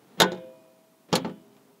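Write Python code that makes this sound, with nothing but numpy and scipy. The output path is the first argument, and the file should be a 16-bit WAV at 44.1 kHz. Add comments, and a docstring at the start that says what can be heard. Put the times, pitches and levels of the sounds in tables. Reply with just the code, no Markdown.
"""Close by a lock, perhaps in a car door. The lock is worked twice: each time the bolt slides briefly,
slams home in a quick cluster of contacts and knocks again more softly as it settles.
The panel thuds, the housing clacks, steel parts click and springs ring on over a faint room murmur."""
import sys
import numpy as np
from scipy import signal
from scipy.fft import rfft, irfft, next_fast_len
from scipy.io import wavfile

SR = 44100
rng = np.random.default_rng(int(sys.argv[2]) if len(sys.argv) > 2 else 0)


def unload_wav(signal):
    """Save mono or channel-first audio to the path in sys.argv[1] as 16-bit WAV at rate SR, clipped to [-1, 1]."""
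    wavfile.write(
        sys.argv[1],
        SR,
        np.round(np.clip(np.atleast_2d(signal).T, -1, 1) * 32767).astype(np.int16),
    )


N = 79380
CLUNKS_S = [0.23, 1.154]
PANEL_ATTACK_S, STEEL_ATTACK_S = 0.00071, 0.0001


def amp(db):
    """Decibels to gain."""
    return 10 ** (np.asarray(db) / 20)


def unit(x):
    """Scale to rms 1."""
    return x / np.sqrt(np.mean(x ** 2) + 1e-20)


def along(points, hz):
    """Interpolate (f/Hz, value) points on a log axis."""
    f, value = np.transpose(points)
    return np.interp(np.log(hz + 1), np.log(f + 1), value)


def noise(spectrum, size):
    """Coloured noise of rms 1."""
    gain = amp(along(spectrum, np.fft.rfftfreq(size, 1 / SR)))
    return unit(irfft(rfft(rng.standard_normal(size)) * gain, size))


def fade(t, attack_s, t60_s):
    """Quick rise, exponential decay."""
    return (1 - np.exp(-t / attack_s)) * amp(-60 * t / t60_s)


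def ring(modes, stop, t, attack_s, scatter_db):
    """Damped modes, balanced by the bolt's end stop (0 or 1) and varied with each blow."""
    out = np.zeros(len(t))
    for hz, t60_s, *levels_db in modes:
        gain = amp(levels_db[stop] + scatter_db * rng.standard_normal())
        out += gain * fade(t, attack_s, t60_s) * np.sin(2 * np.pi * hz * t)
    return out


def dense_ring(spectrum, t, attack_s, t60_s):
    """Dense ringing that opens with a brief crack."""
    crack = amp(-4.5) * fade(t, attack_s, t60_s=0.012)
    return noise(spectrum, len(t)) * (fade(t, attack_s, t60_s) + crack)


def add(out, start_s, x):
    """Mix x in from start_s."""
    part = out[round(start_s * SR):][:len(x)]
    part += x[:len(part)]


# Bolt contacts: t/s, thud/dB, clack/dB, click/dB, snap/dB, struck part f/Hz
BOLT_CONTACTS = [(0.201, -26.5, -15.5, -14.5, -19.5, 4020), (0.2064, -33.5, -16.5, -17.5, -31, 3760),
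                 (.2185, -24.5, -19, -16.5, -26, 3500), (.2240, -20.5, -32, -31.5, -48, 4300),
                 (0.2332, -24.5, -18.5, -40.5, -50, 3740), (0.3188, -31.5, -49.5, -41, -60, 4080),
                 (0.3274, -38.5, -43, -49, -70, 3400), (.3480, -40, -64, -57, -76, 4500),
                 (0.373, -66, -49.5, -62, -78, 5200), (1.1282, -19, -22.5, -22.5, -40, 5450),
                 (1.1345, -32.5, -20.5, -30.5, -49, 5230), (1.1460, -30, -61, -44, -62, 5600),
                 (1.1540, -33.5, -28, -20, -25.5, 4370), (1.1585, -30, -29.5, -27, -28.5, 4200),
                 (1.1745, -31, -30, -41, -46, 3920), (1.2467, -27.5, -30.5, -51.5, -70, 3500),
                 (1.2560, -38, -42, -52, -78, 3500), (1.2750, -34.5, -41.5, -74, -80, 3550),
                 (1.2950, -36, -43, -61.5, -83, 3090), (1.5275, -83, -66, -69.5, -79, 2414),
                 (1.5654, -81, -58.5, -63, -81, 2195)]
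def bolt_contacts():
    """Each contact shakes panel, housing and steel parts; the hardest also snap audibly."""
    out, t = np.zeros(N), np.arange(SR // 2) / SR
    for start_s, thud_db, clack_db, click_db, snap_db, part_hz in BOLT_CONTACTS:
        stop = int(start_s > np.mean(CLUNKS_S))
        thud = amp(thud_db) * panel_thud(stop, t)
        clack = amp(clack_db) * housing_clack(stop, t)
        click = amp(click_db) * steel_click(stop, part_hz, t)
        add(out, start_s, thud + clack + click + amp(snap_db) * snap(t))
    return out


# Panel modes: f/Hz, t60/s, stop 0 level/dB, stop 1 level/dB
PANEL_MODES = [(132, 0.076, -26, -25.5), (182.3, .14, -5, -3.5), (224.6, .19, -10, -0.5),
               (331.6, .15, -7.5, -5), (360.4, 0.16, 1.5, -9), (404, 0.21, -5.5, -6),
               (434.4, 0.16, -9, -13), (519.7, 0.1, -0.5, -1.5), (583, 0.098, -11.5, -12),
               (826, .13, -11.5, -13.5), (870.3, .12, -7, -8)]
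def panel_thud(stop, t):
    """The panel rings in its low modes."""
    return ring(PANEL_MODES, stop, t, PANEL_ATTACK_S, scatter_db=3.5)


# Dense housing ringing: f/Hz, stop 0 level/dB, stop 1 level/dB
HOUSING_SPECTRA = [(30, -36.5, -38), (92, -27, -21), (170, -6.5, -4), (448, -1.5, 0.5), (850, 0, -3),
                   (1240, -7.5, -4.5), (1550, -3, -12), (2300, -16.5, -14.5), (4080, -28.5, -18.5),
                   (16000, -59.5, -70)]
# Housing modes: f/Hz, t60/s, stop 0 level/dB, stop 1 level/dB
HOUSING_MODES = [(703, .08, -14, -11.5), (759, .09, -8.5, -11), (871, 0.055, -4, -3.5),
                 (1025, 0.074, 2.5, -7), (1168, .11, -14, -6.5), (1484, 0.17, -8.5, -16),
                 (1560, .09, -9, -36), (1829, .12, -13, -20)]
def housing_clack(stop, t):
    """The housing rings densely around a few midrange modes."""
    spectrum = [(hz, levels_db[stop]) for hz, *levels_db in HOUSING_SPECTRA]
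    dense = dense_ring(spectrum, t, PANEL_ATTACK_S, t60_s=0.095)
    modes = ring(HOUSING_MODES, stop, t, PANEL_ATTACK_S, scatter_db=0.5)
    return amp(-1) * dense + amp(-3) * modes


# Dense steel ringing: f/Hz, level/dB
STEEL_SPECTRUM = [(300, -19), (1200, -10), (2000, -5), (2500, -10.5), (3100, -3), (3700, -0.5),
                  (4700, -5.5), (5900, -8), (7000, -5.5), (8200, -23.5), (16000, -31)]
# Steel modes: f/Hz, t60/s, stop 0 level/dB, stop 1 level/dB
STEEL_MODES = [(3270, .07, -5, -12), (3620, .08, -1.5, -8), (3670, .08, -2, -16), (4035, 0.075, -6, -7),
               (4920, .05, -7.5, -12), (6750, .04, -8, -22)]
def steel_click(stop, part_hz, t):
    """The steel parts ring high and briefly."""
    dense = dense_ring(STEEL_SPECTRUM, t, STEEL_ATTACK_S, t60_s=0.066)
    ping = struck_part(part_hz, t)
    modes = ring(STEEL_MODES, stop, t, STEEL_ATTACK_S, scatter_db=1.5)
    return amp(-3.5) * dense + amp(-3) * ping + amp(-5) * modes


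def struck_part(hz, t, width_hz=370):
    """Short, fuzzy ping of the steel part that takes the blow."""
    offset_hz = np.fft.rfftfreq(len(t), 1 / SR) - hz
    resonance = 1 / (1 + (2 * offset_hz / width_hz) ** 2)
    band = irfft(rfft(rng.standard_normal(len(t))) * resonance, len(t))
    return unit(band) * fade(t, STEEL_ATTACK_S, t60_s=0.042)


# Contact snap: f/Hz, level/dB
SNAP_SPECTRUM = [(500, -24.5), (3000, 7), (4500, -6.5), (7000, 3.5), (8400, 0), (11000, 4), (13000, -2.5),
                 (15500, -7.5)]
def snap(t):
    """Sharp, bright burst of a contact."""
    return noise(SNAP_SPECTRUM, len(t)) * fade(t, STEEL_ATTACK_S, t60_s=0.037)


# Bolt travel: start t/s, end t/s, final level/dB, rise/dB
BOLT_SLIDES = [(0.172, .203, -33, 14.5), (1.085, 1.114, -49, 2), (1.116, 1.130, -31.5, 14)]
# Bolt friction: f/Hz, level/dB
RUB_SPECTRUM = [(40, -42), (90, -24), (160, 11), (400, 2), (900, -9), (1600, -13.5), (3600, -17.5),
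                (5000, -26.5), (7000, -31.5), (9000, -38.5), (16000, -43.5)]
def bolt_slides():
    """The bolt rubs along its guide before it lands."""
    out = np.zeros(N)
    for start_s, end_s, final_db, rise_db in BOLT_SLIDES:
        size = int((end_s - start_s) * SR)
        rub = noise(RUB_SPECTRUM, SR // 4)[:size]
        swell = amp(final_db + np.linspace(-rise_db, 0, size))
        add(out, start_s, rub * swell * signal.windows.tukey(size, 0.2))
    return out


# Spring modes: f/Hz, t60/s, beat/Hz, second direction/dB, stop 0 level/dB, stop 1 level/dB
SPRING_MODES = [(262, .85, 2, -2.5, -61, -35), (326.3, 0.9, 2.7, -12, -43.5, -70),
                (406, 3.4, 3.5, -8, -66, -55), (517, 0.83, 4, -3, -30, -74),
                (646.3, 1.9, 1.2, -22, -43, -55), (978, 2.1, 6.5, -13.5, -58, -64),
                (2458, 1.8, 2.4, -15.5, -61, -75), (3010, 1.5, 1.1, -10, -66, -65),
                (3420, .55, 4.9, -6.5, -55.5, -57)]
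def springs(attack_s=0.029):
    """Springs swell after each clunk; their two bending directions beat slowly."""
    out, t = np.zeros(N), np.arange(N) / SR
    for hz, t60_s, beat_hz, twin_db, *levels_db in SPRING_MODES:
        pair = np.sin(2 * np.pi * hz * t) + amp(twin_db) * np.sin(2 * np.pi * (hz + beat_hz) * t)
        for start_s, db in zip(CLUNKS_S, levels_db):
            add(out, start_s, amp(db) * fade(t, attack_s, t60_s) * pair)
    return out


# Room decay: f/Hz, t60/s
ROOM_DECAY = [(150, 0.66), (500, 0.35), (1200, .36), (3200, .5), (5000, 0.23), (12000, 0.07)]
# Room colour: f/Hz, level/dB
ROOM_SPECTRUM = [(150, 5), (500, 2.5), (1000, -3), (2400, 0.5), (3500, -6), (4300, -13), (12000, -6.5)]
def room(x):
    """Short, dull diffuse tail; the treble dies first."""
    hz, t, bins = signal.stft(rng.standard_normal(SR), SR, nperseg=256)
    t60_s = along(ROOM_DECAY, hz)[:, None]
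    level_db = along(ROOM_SPECTRUM, hz)[:, None] - 60 * t / t60_s
    tail = signal.istft(bins * amp(level_db), SR, nperseg=256)[1]
    return signal.fftconvolve(x, tail / np.linalg.norm(tail))[:N]


# Room murmur: f/Hz, level/dB
MURMUR_SPECTRUM = [(25, -15.5), (65, -20), (95, -12), (140, -2.5), (240, -1.5), (400, -6.5), (600, -12),
                   (900, -12), (1800, -23), (4000, -28), (8000, -39), (15500, -43)]
# Murmur drift: t/s, level/dB
MURMUR_DRIFT = [(0, -58), (.14, -55), (.5, -59), (.85, -63), (1.03, -63), (1.4, -60.5), (1.68, -59.5),
                (1.8, -64.5)]
def murmur():
    """Low room noise, slowly drifting in level."""
    level_db = np.interp(np.arange(N) / SR, *np.transpose(MURMUR_DRIFT))
    return amp(level_db) * noise(MURMUR_SPECTRUM, N)


def hiss():
    """Steady white microphone hiss."""
    return amp(-68) * rng.standard_normal(N)


def scene():
    """Lock, room and background in mono."""
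    lock = bolt_contacts() + bolt_slides()
    return (lock + amp(-21) * room(lock) + springs() + murmur() + hiss())[None]


def record(dry, low_cut_hz=140, top_hz=15700):
    """Cut the deep bass and the highest treble, keeping the thuds tight."""
    thin = signal.sosfilt(signal.butter(2, low_cut_hz, "high", fs=SR, output="sos"), dry)
    size = next_fast_len(N + SR // 2)
    passband = np.fft.rfftfreq(size, 1 / SR) < top_hz
    return irfft(rfft(thin, size) * passband, size)[..., :N]


dry = scene()
out = record(dry)
unload_wav(out)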